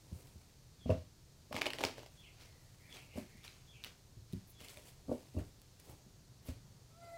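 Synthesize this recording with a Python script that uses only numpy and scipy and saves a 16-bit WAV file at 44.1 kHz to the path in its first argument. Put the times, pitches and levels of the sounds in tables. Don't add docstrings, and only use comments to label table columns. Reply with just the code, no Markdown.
import sys
import numpy as np
from scipy import signal
from scipy.fft import rfft, irfft, next_fast_len
from scipy.io import wavfile
from scipy.ndimage import map_coordinates

SR = 44100
rng = np.random.default_rng(int(sys.argv[2]) if len(sys.argv) > 2 else 0)


def voltage_ratio(level):
    return 10 ** (np.asarray(level, float) / 20)


def dump(signal):
    limited = np.clip(np.atleast_2d(signal).T, -1, 1)
    pcm = np.round(limited * 32767).astype(np.int16)
    wavfile.write(sys.argv[1], SR, pcm)


N = 316544


def unit(x):
    return x / np.sqrt(np.mean(x ** 2) + 1e-20)


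def along(points, hz):
    f, v = np.transpose(points)
    return np.interp(np.log(hz + 1), np.log(f + 1), v)


def curves(rows):
    s, *columns = np.transpose(rows)
    return [np.interp(np.arange(N) / SR, s, column) for column in columns]


def wobble(rate):
    knots = rng.standard_normal(int(N * rate / SR) + 4)
    return map_coordinates(knots, [np.arange(N) * rate / SR])


def filtered(x, response):
    m = next_fast_len(N + SR // 2)
    return irfft(rfft(x, m) * response(np.fft.rfftfreq(m, 1 / SR)), m)[..., :N]


def modes(table):
    def response(f):
        total = 0
        for k, (centre, width, db) in enumerate(table):
            damping = 1j * f * width
            total = total + (-1) ** k * voltage_ratio(db) * damping / (centre * centre - f * f + damping)
        return total
    return response


def noise(spectrum, grain=1):
    return unit(filtered(grain * rng.standard_normal(N), lambda hz: voltage_ratio(along(spectrum, hz))))


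def add(track, s, sound):
    part = track[round(s * SR):][:len(sound)]
    part += sound[:len(part)]


# [pitch_hz, t60_s]
REVERB_TIME = [(100, 0.25), (600, 0.21), (3000, 0.28), (12000, 0.11)]


def room(x, wet_db):
    out = x.copy()
    for piece in np.array_split(np.arange(N), 16):
        hz, t, z = signal.stft(rng.standard_normal(SR // 2), SR, nperseg=256)
        t60_s = np.clip(along(REVERB_TIME, hz), .03, 1)[:, None]
        tail = signal.istft(z * voltage_ratio(-60 * t / t60_s), SR, nperseg=256)[1]
        tail /= np.linalg.norm(tail)
        add(out, piece[0] / SR + .004, voltage_ratio(wet_db) * signal.fftconvolve(x[piece], tail))
    return out


# [pitch_hz, level_db per Hz]
AIR_COLOUR = [(12, -43), (20, -4.5), (124, -1.5), (242, -16.5), (320, -16.5), (1230, -28), (2850, -30.5),
              (4340, -24.5), (5910, -25.5), (6610, -26.5), (12200, -36.5), (14900, -34), (16200, -49)]
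# [pitch_hz, width_hz, level_db]
MOTOR_HUM = (123.6, 18, -69.5)
# [pitch_hz, width_hz, level_db]
INSECT_CHORUS = [(4410, 250, -86), (6550, 150, -86)]


def air():
    bands = np.zeros(N)
    for hz, width_hz, db in [MOTOR_HUM] + INSECT_CHORUS:
        band = unit(filtered(rng.standard_normal(N), modes([(hz, width_hz, 0)])))
        bands += voltage_ratio(db + 3.7 * wobble(3)) * band
    return voltage_ratio(-62.5 + 0.11 * wobble(1.5)) * noise(AIR_COLOUR) + bands


# [pitch_hz, level_db per Hz]
RUB_COLOUR = [(710, -8), (1200, -5.5), (1730, -5.5), (2360, -2), (3790, -5.5), (4410, -4.5), (5730, -7),
              (8000, -17), (10400, -55), (17600, -120)]
# [pitch_hz, level_db per Hz]
SHEEN_COLOUR = [(4500, -120), (6000, -6), (8000, 0), (12000, -4), (16000, -7)]
# [pitch_hz, level_db per Hz]
BODY_COLOUR = [(150, -120), (250, 4.5), (500, 1), (1000, -5.5), (1500, -20), (2200, -120)]
# [time_s, level_db]
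HAND_RUB = [(0, -67), (.3, -68), (.64, -76), (1.3, -78), (1.5, -72), (1.74, -58), (1.92, -65), (2.24, -67),
            (2.7, -70), (2.9, -63), (3.3, -68), (4.14, -80), (4.55, -70), (4.72, -59), (4.92, -72),
            (5.8, -70), (6.3, -78), (7.18, -70)]
# [peak_s, fall_s, level_db]
PACKET_SLIPS = [(1.525, .011, -56), (1.556, .018, -51.5), (1.582, .015, -48), (1.63, .017, -52),
                (1.663, .014, -43), (1.71, .017, -64), (1.745, .021, -59), (1.789, .011, -53),
                (1.813, .014, -50), (1.848, .035, -45), (1.988, .04, -63)]
# [peak_s, fall_s, rub_db, sheen_db, body_db]
CARD_STROKES = [(.15, .21, -88, -71, -72), (.91, .056, -60, -70, -65), (2.42, .037, -60.5, -69, -73),
                (2.95, .042, -58, -68, -61.5), (3.18, .037, -60.5, -61, -56.5),
                (3.45, .015, -55.5, -64, -87), (3.49, .1, -64.5, -75, -92),
                (3.86, .041, -56.5, -66.5, -65.5), (4.34, .04, -70, -72, -77),
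                (4.608, .017, -57.5, -61, -61), (4.64, .016, -61.5, -63, -69),
                (4.699, .034, -58.5, -59.5, -79), (4.775, .024, -67.5, -69, -65),
                (4.87, .049, -65, -62.5, -72.5), (5.12, .09, -69, -67.5, -59.5),
                (5.385, .044, -75, -70, -77), (5.799, .005, -67, -70, -76), (5.85, .021, -74, -71, -81),
                (5.901, .056, -71, -70, -62), (6.487, .035, -57.5, -60.5, -59), (7.05, .1, -80, -80, -70)]
# [peak_s, length_s, level_db]
FINGER_SKIMS = [(4.48, 0.0087, -65), (4.502, .01, -60), (4.52, .004, -64), (5.858, .003, -70),
                (5.91, .008, -64), (6.43, .006, -74), (6.468, 0.016, -61)]


def slide():
    t = np.arange(N) / SR
    band_db = np.array([[0], [-4], [-3]])
    drift_db = 2.5 * np.array([wobble(6), wobble(6), wobble(6)])
    gains = voltage_ratio(curves(HAND_RUB)[0] - 8.5 + band_db + drift_db)
    slips = [(s, fall_s, db, db - 12, db + 2.5) for s, fall_s, db in PACKET_SLIPS]
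    for s, fall_s, *dbs in slips + CARD_STROKES:
        near = slice(max(round((s - .4) * SR), 0), round((s + .7) * SR))
        rise_s = min(.45 * fall_s, .025)
        slope_s = np.clip(np.where(t[near] < s, rise_s, fall_s), .002, .2)
        gains[:, near] += voltage_ratio(np.array(dbs))[:, None] * np.exp(-np.abs(t[near] - s) / slope_s)
    grain = voltage_ratio(1.1 * wobble(80) + 2.8 * wobble(900))
    colours = (RUB_COLOUR, SHEEN_COLOUR, BODY_COLOUR)
    rub = sum(gain * noise(colour, grain) for gain, colour in zip(gains, colours))
    skim = sum(voltage_ratio(db) * np.exp(-((t - s) / length_s) ** 2) for s, length_s, db in FINGER_SKIMS)
    return rub + skim * noise([(6000, -40), (10500, -1), (16000, -4)])


# [start_s, boom_db, boom_hz, board_db, top_db], the last two relative to the boom
DECK_KNOCKS = [(.116, -34, 128, -18, -45), (.857, -31.5, 96, -5, -8), (.893, -26, 138, -5, 1.5),
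               (.901, -22.5, 90, -22, -3.5), (.915, -27, 110, -20, -26), (.949, -37, 109, -12, -16),
               (1.509, -51, 108, 4, 10), (1.543, -40.5, 100, .6, -1.2), (1.66, -49, 220, 4, 9.5),
               (1.809, -48, 124, -4, 9.5), (1.845, -41, 118, -3, -3), (3.156, -40.5, 91.5, -12, -6),
               (3.174, -37.5, 200, 2.2, -1.2), (4.33, -31, 195, -6.5, -28), (4.345, -34, 109, -15, -30),
               (5.081, -43, 137, 2.2, -4.5), (5.092, -35, 86, -1.2, -1.2), (5.113, -36.5, 214, 5, 9.5),
               (5.344, -44, 117, 2.2, -9), (5.365, -27, 101, -9, -13.5), (5.378, -38, 116, 3, -6),
               (5.409, -43, 89, -12, -6), (6.484, -32, 80, -8, -15.5)]
# [start_s, boom_db, boom_hz, top_db], the last relative to the boom
HAND_BUMPS = [(.357, -43, 99.6, -51), (1.979, -57, 81, 5), (3.347, -46.5, 107, -21), (4.119, -51, 97, -25),
              (4.167, -41, 128, -33), (4.184, -49, 105, -29), (4.608, -51, 97, -6), (4.769, -49, 108, -3.5),
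              (5.888, -45.5, 98, -12.5), (6.063, -49, 137, -27)]
# [ratio to boom_hz, width_hz, level_db]
FRAME_MODES = [(.62, 41.2, -3), (0.999, 45, -0.5)]
# [pitch_hz, width_hz, level_db]
BOARD_MODES = [(274, 49, 0), (337, 92, -7.5), (407.5, 36, -6.5)]
# [pitch_hz, width_hz, level_db]
TOP_MODES = [(510, 56, -5), (628, 30, 1.5), (725, 89, -11), (930, 69, -18.5), (1170, 110, -19)]


def knocks():
    out, t = np.zeros(N), np.arange(8192) / SR
    soft = np.hanning(44)

    def ringing(part, scale):
        total = np.zeros(len(t))
        for k, (hz, width_hz, db) in enumerate(part):
            decay = voltage_ratio(db - 31.4 * width_hz * t) * width_hz
            total += (-1) ** k * decay * np.sin(2 * np.pi * scale * hz * t)
        return total

    board, top = ringing(BOARD_MODES, 0.93), ringing(TOP_MODES, 0.96)
    bumps = [(s, db, hz, -15, top_db) for s, db, hz, top_db in HAND_BUMPS]
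    contact_s = .0045
    for s, db, boom_hz, board_db, top_db in DECK_KNOCKS + bumps:
        ragged = np.exp(-t[:1024] / contact_s) * 0.11 * rng.standard_normal(1024)
        ragged[0] -= 1
        blow = np.convolve(ragged, soft)
        rings = (ringing(FRAME_MODES, boom_hz), board, top)
        for ring, part_db in zip(rings, (db - 1.5, db + board_db + 0.5, db + top_db)):
            sound = signal.fftconvolve(blow, ring)
            add(out, s, voltage_ratio(part_db) * sound / np.abs(sound).max())
    return filtered(out, lambda hz: (1j * hz / (45 + 1j * hz)) ** 2)


# [start_s, peak_db, ring_hz, sheen_db]
LONE_TICKS = [(.272, -49, 5160, -61), (2.4106, -48, 3900, -65), (2.5266, -55, 4310, -73),
              (2.9267, -41.5, 3340, -60), (2.9687, -36.5, 2570, -68), (3.4349, -48, 2300, -62),
              (3.4414, -42.5, 3630, -60), (3.479, -32, 4130, -58), (3.8388, -30.5, 3830, -46),
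              (3.8462, -32, 2930, -42), (4.3263, -48.5, 3810, -50), (4.3328, -42, 3960, -51),
              (4.6483, -50, 2790, -53), (4.663, -53, 2700, -63), (4.685, -38.5, 4370, -54),
              (4.7725, -41, 2480, -55), (5.6175, -57, 4590, -53), (5.7996, -55, 4270, -50),
              (5.8986, -52, 5340, -52)]
# [start_s, level_db]
DISH_RATTLES = [(0.902, -38), (5.117, -68), (5.377, -54)]
# [start_s, peak_db, ring_hz, push_db]
RIFFLED_EDGES = [(1.5269, -37, 2760, -30), (1.544, -46, 2490, -33), (1.5534, -36, 2260, -52),
                 (1.5646, -26.5, 2260, -27), (1.5694, -34, 2890, -66), (1.6131, -24, 2980, -30),
                 (1.6174, -19.5, 2410, -22), (1.6576, -26, 2420, -32), (1.664, -27.5, 2550, -45),
                 (1.6668, -22.5, 3000, -26), (1.7039, -28, 2820, -30), (1.734, -24, 1950, -38),
                 (1.7859, -31, 1900, -38), (1.8076, -40.5, 2490, -28), (1.814, -39, 1870, -49),
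                 (1.83, -46, 2240, -32), (1.838, -20, 2330, -19), (1.841, -36, 2650, -45),
                 (1.8503, -19.5, 4630, -22), (1.8858, -42, 3220, -35), (1.9808, -44.5, 2200, -40),
                 (2.032, -56, 3060, -46), (2.062, -41.5, 4960, -43)]


def snaps():
    ring, hiss, push = np.zeros((3, N))
    t = np.arange(1024) / SR
    riffle = [(s, db, hz, -56 + .4 * (db + 35), push_db) for s, db, hz, push_db in RIFFLED_EDGES]
    ticks = [(*row, -62) for row in LONE_TICKS]
    for s, db, hz, sheen_db, push_db in riffle + ticks:
        dice = rng.standard_normal((3, len(t)))
        tone = np.sin(2 * np.pi * hz * t) + 0.46 * np.sin(2 * np.pi * 1.49 * hz * t) + 0.93 * dice[0]
        add(ring, s, voltage_ratio(db - 60 * t / 0.0058) * tone)
        add(hiss, s, voltage_ratio(sheen_db + 5 - 60 * t / 0.0051) * dice[1])
        add(push, s, voltage_ratio(push_db + 5 - 60 * t / 0.022) * dice[2])
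    for s, db in DISH_RATTLES:
        swell = 1 - np.exp(-t / 0.00074)
        add(ring, s, voltage_ratio(db - 60 * t / 0.025) * swell * np.sin(2 * np.pi * 2740 * t))
    card = filtered(filtered(ring, modes([(2840, 3200, 0)])), modes([(2960, 4100, 0)]))
    return card + filtered(hiss, modes([(10000, 9000, 0)])) + filtered(push, modes([(670, 680, 0)]))


# [start_s, level_db]
BIRD_CALLS = [(.79, -67), (2.167, -63.5), (2.893, -62), (3.671, -64), (4.54, -66)]
# [delay_s, length_s, start_hz, end_hz, trill_depth_hz, level_db]
CALL_NOTES = [
    (0, .06, 3450, 3320, 110, 0),
    (.052, .09, 2790, 2530, 400, 0),
]
# [start_s, length_s, start_hz, end_hz, level_db]
LOW_SLURS = [
    (2.395, .31, 2100, 1890, -78.5),
    (2.791, .17, 2030, 2360, -66.5),
    (3.085, .14, 2700, 2190, -64),
    (3.273, .23, 1992, 2420, -69.5),
]


def bird():
    song, waver = np.zeros(N), wobble(260)
    calls = [(s + delay_s, *shape, db + note_db)
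             for s, db in BIRD_CALLS for delay_s, *shape, note_db in CALL_NOTES]
    slurs = [(*shape, 17 * (db + 84), db) for *shape, db in LOW_SLURS]
    for s, length_s, start_hz, end_hz, depth_hz, db in calls + slurs:
        u = np.linspace(0, 1, round(length_s * SR))
        trill = .7 * np.sin(2 * np.pi * 38 * length_s * u) + .6 * waver[round(s * SR):][:len(u)]
        hz = start_hz + (end_hz - start_hz) * u + depth_hz * trill
        swell = np.sin(np.pi * u) ** .5
        add(song, s, voltage_ratio(db - 1) * swell * np.sin(2 * np.pi * np.cumsum(hz) / SR))
    return room(song, wet_db=2)


# [time_s, pitch_hz, effort_db]
CROW_EFFORT = [(6.9, 650, -90), (6.945, 650, -70), (6.99, 683, -62), (7.03, 681, -55), (7.08, 680, -52),
               (7.11, 682, -53), (7.145, 677, -49), (7.18, 684, -49)]
# [multiple, level_db at full effort, growth in dB per dB of effort]
CROW_OVERTONES = [(1, 0, 1), (2, -13, .35), (3, -13, 1.5), (3.72, -27, 1.5), (6, -28, .8), (7, -25, .6),
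                  (10, -30, 1.2), (11, -25, 1.5), (13, -29, 1.2)]


def crow():
    hz, effort_db = curves(CROW_EFFORT)
    turn = 2 * np.pi * np.cumsum(hz * (1 + .004 * wobble(60))) / SR
    full_db = effort_db.max()
    cry = np.zeros(N)
    for k, db, grows in CROW_OVERTONES:
        flutter_db = 2.2 * min(k, 2) * wobble(55)
        level_db = full_db + db + grows * (effort_db - full_db) + flutter_db
        cry += voltage_ratio(level_db) * np.sin(k * turn + 0.2 * k * wobble(150))
    return cry * (np.arange(N) / SR > CROW_EFFORT[0][0])


# [pitch_hz, level_db under the middle]
CHANNEL_SPREAD = [(100, -46), (1000, -38), (3000, -29.5), (6000, -19.5), (10000, -10), (15000, -7.5)]


def scene():
    cards = room(snaps() + slide(), wet_db=-11)
    mid = cards + room(knocks(), wet_db=-5.5) + bird() + crow() + air()
    hz, _, z = signal.stft(mid, SR, nperseg=256)
    scramble = np.exp(2j * np.pi * rng.random(z.shape))
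    side = signal.istft(z * voltage_ratio(along(CHANNEL_SPREAD, hz))[:, None] * scramble, SR, nperseg=256)[1][:N]
    return np.array([mid + side, mid - side])


def roll_off(x):
    return signal.sosfilt(signal.butter(12, 16510, fs=SR, output="sos"), x)


def record(dry):
    mix = filtered(dry, lambda hz: np.where(hz < 15850, 1, voltage_ratio(-30)))
    return roll_off(mix)


dry = scene()
out = record(dry)
dump(out)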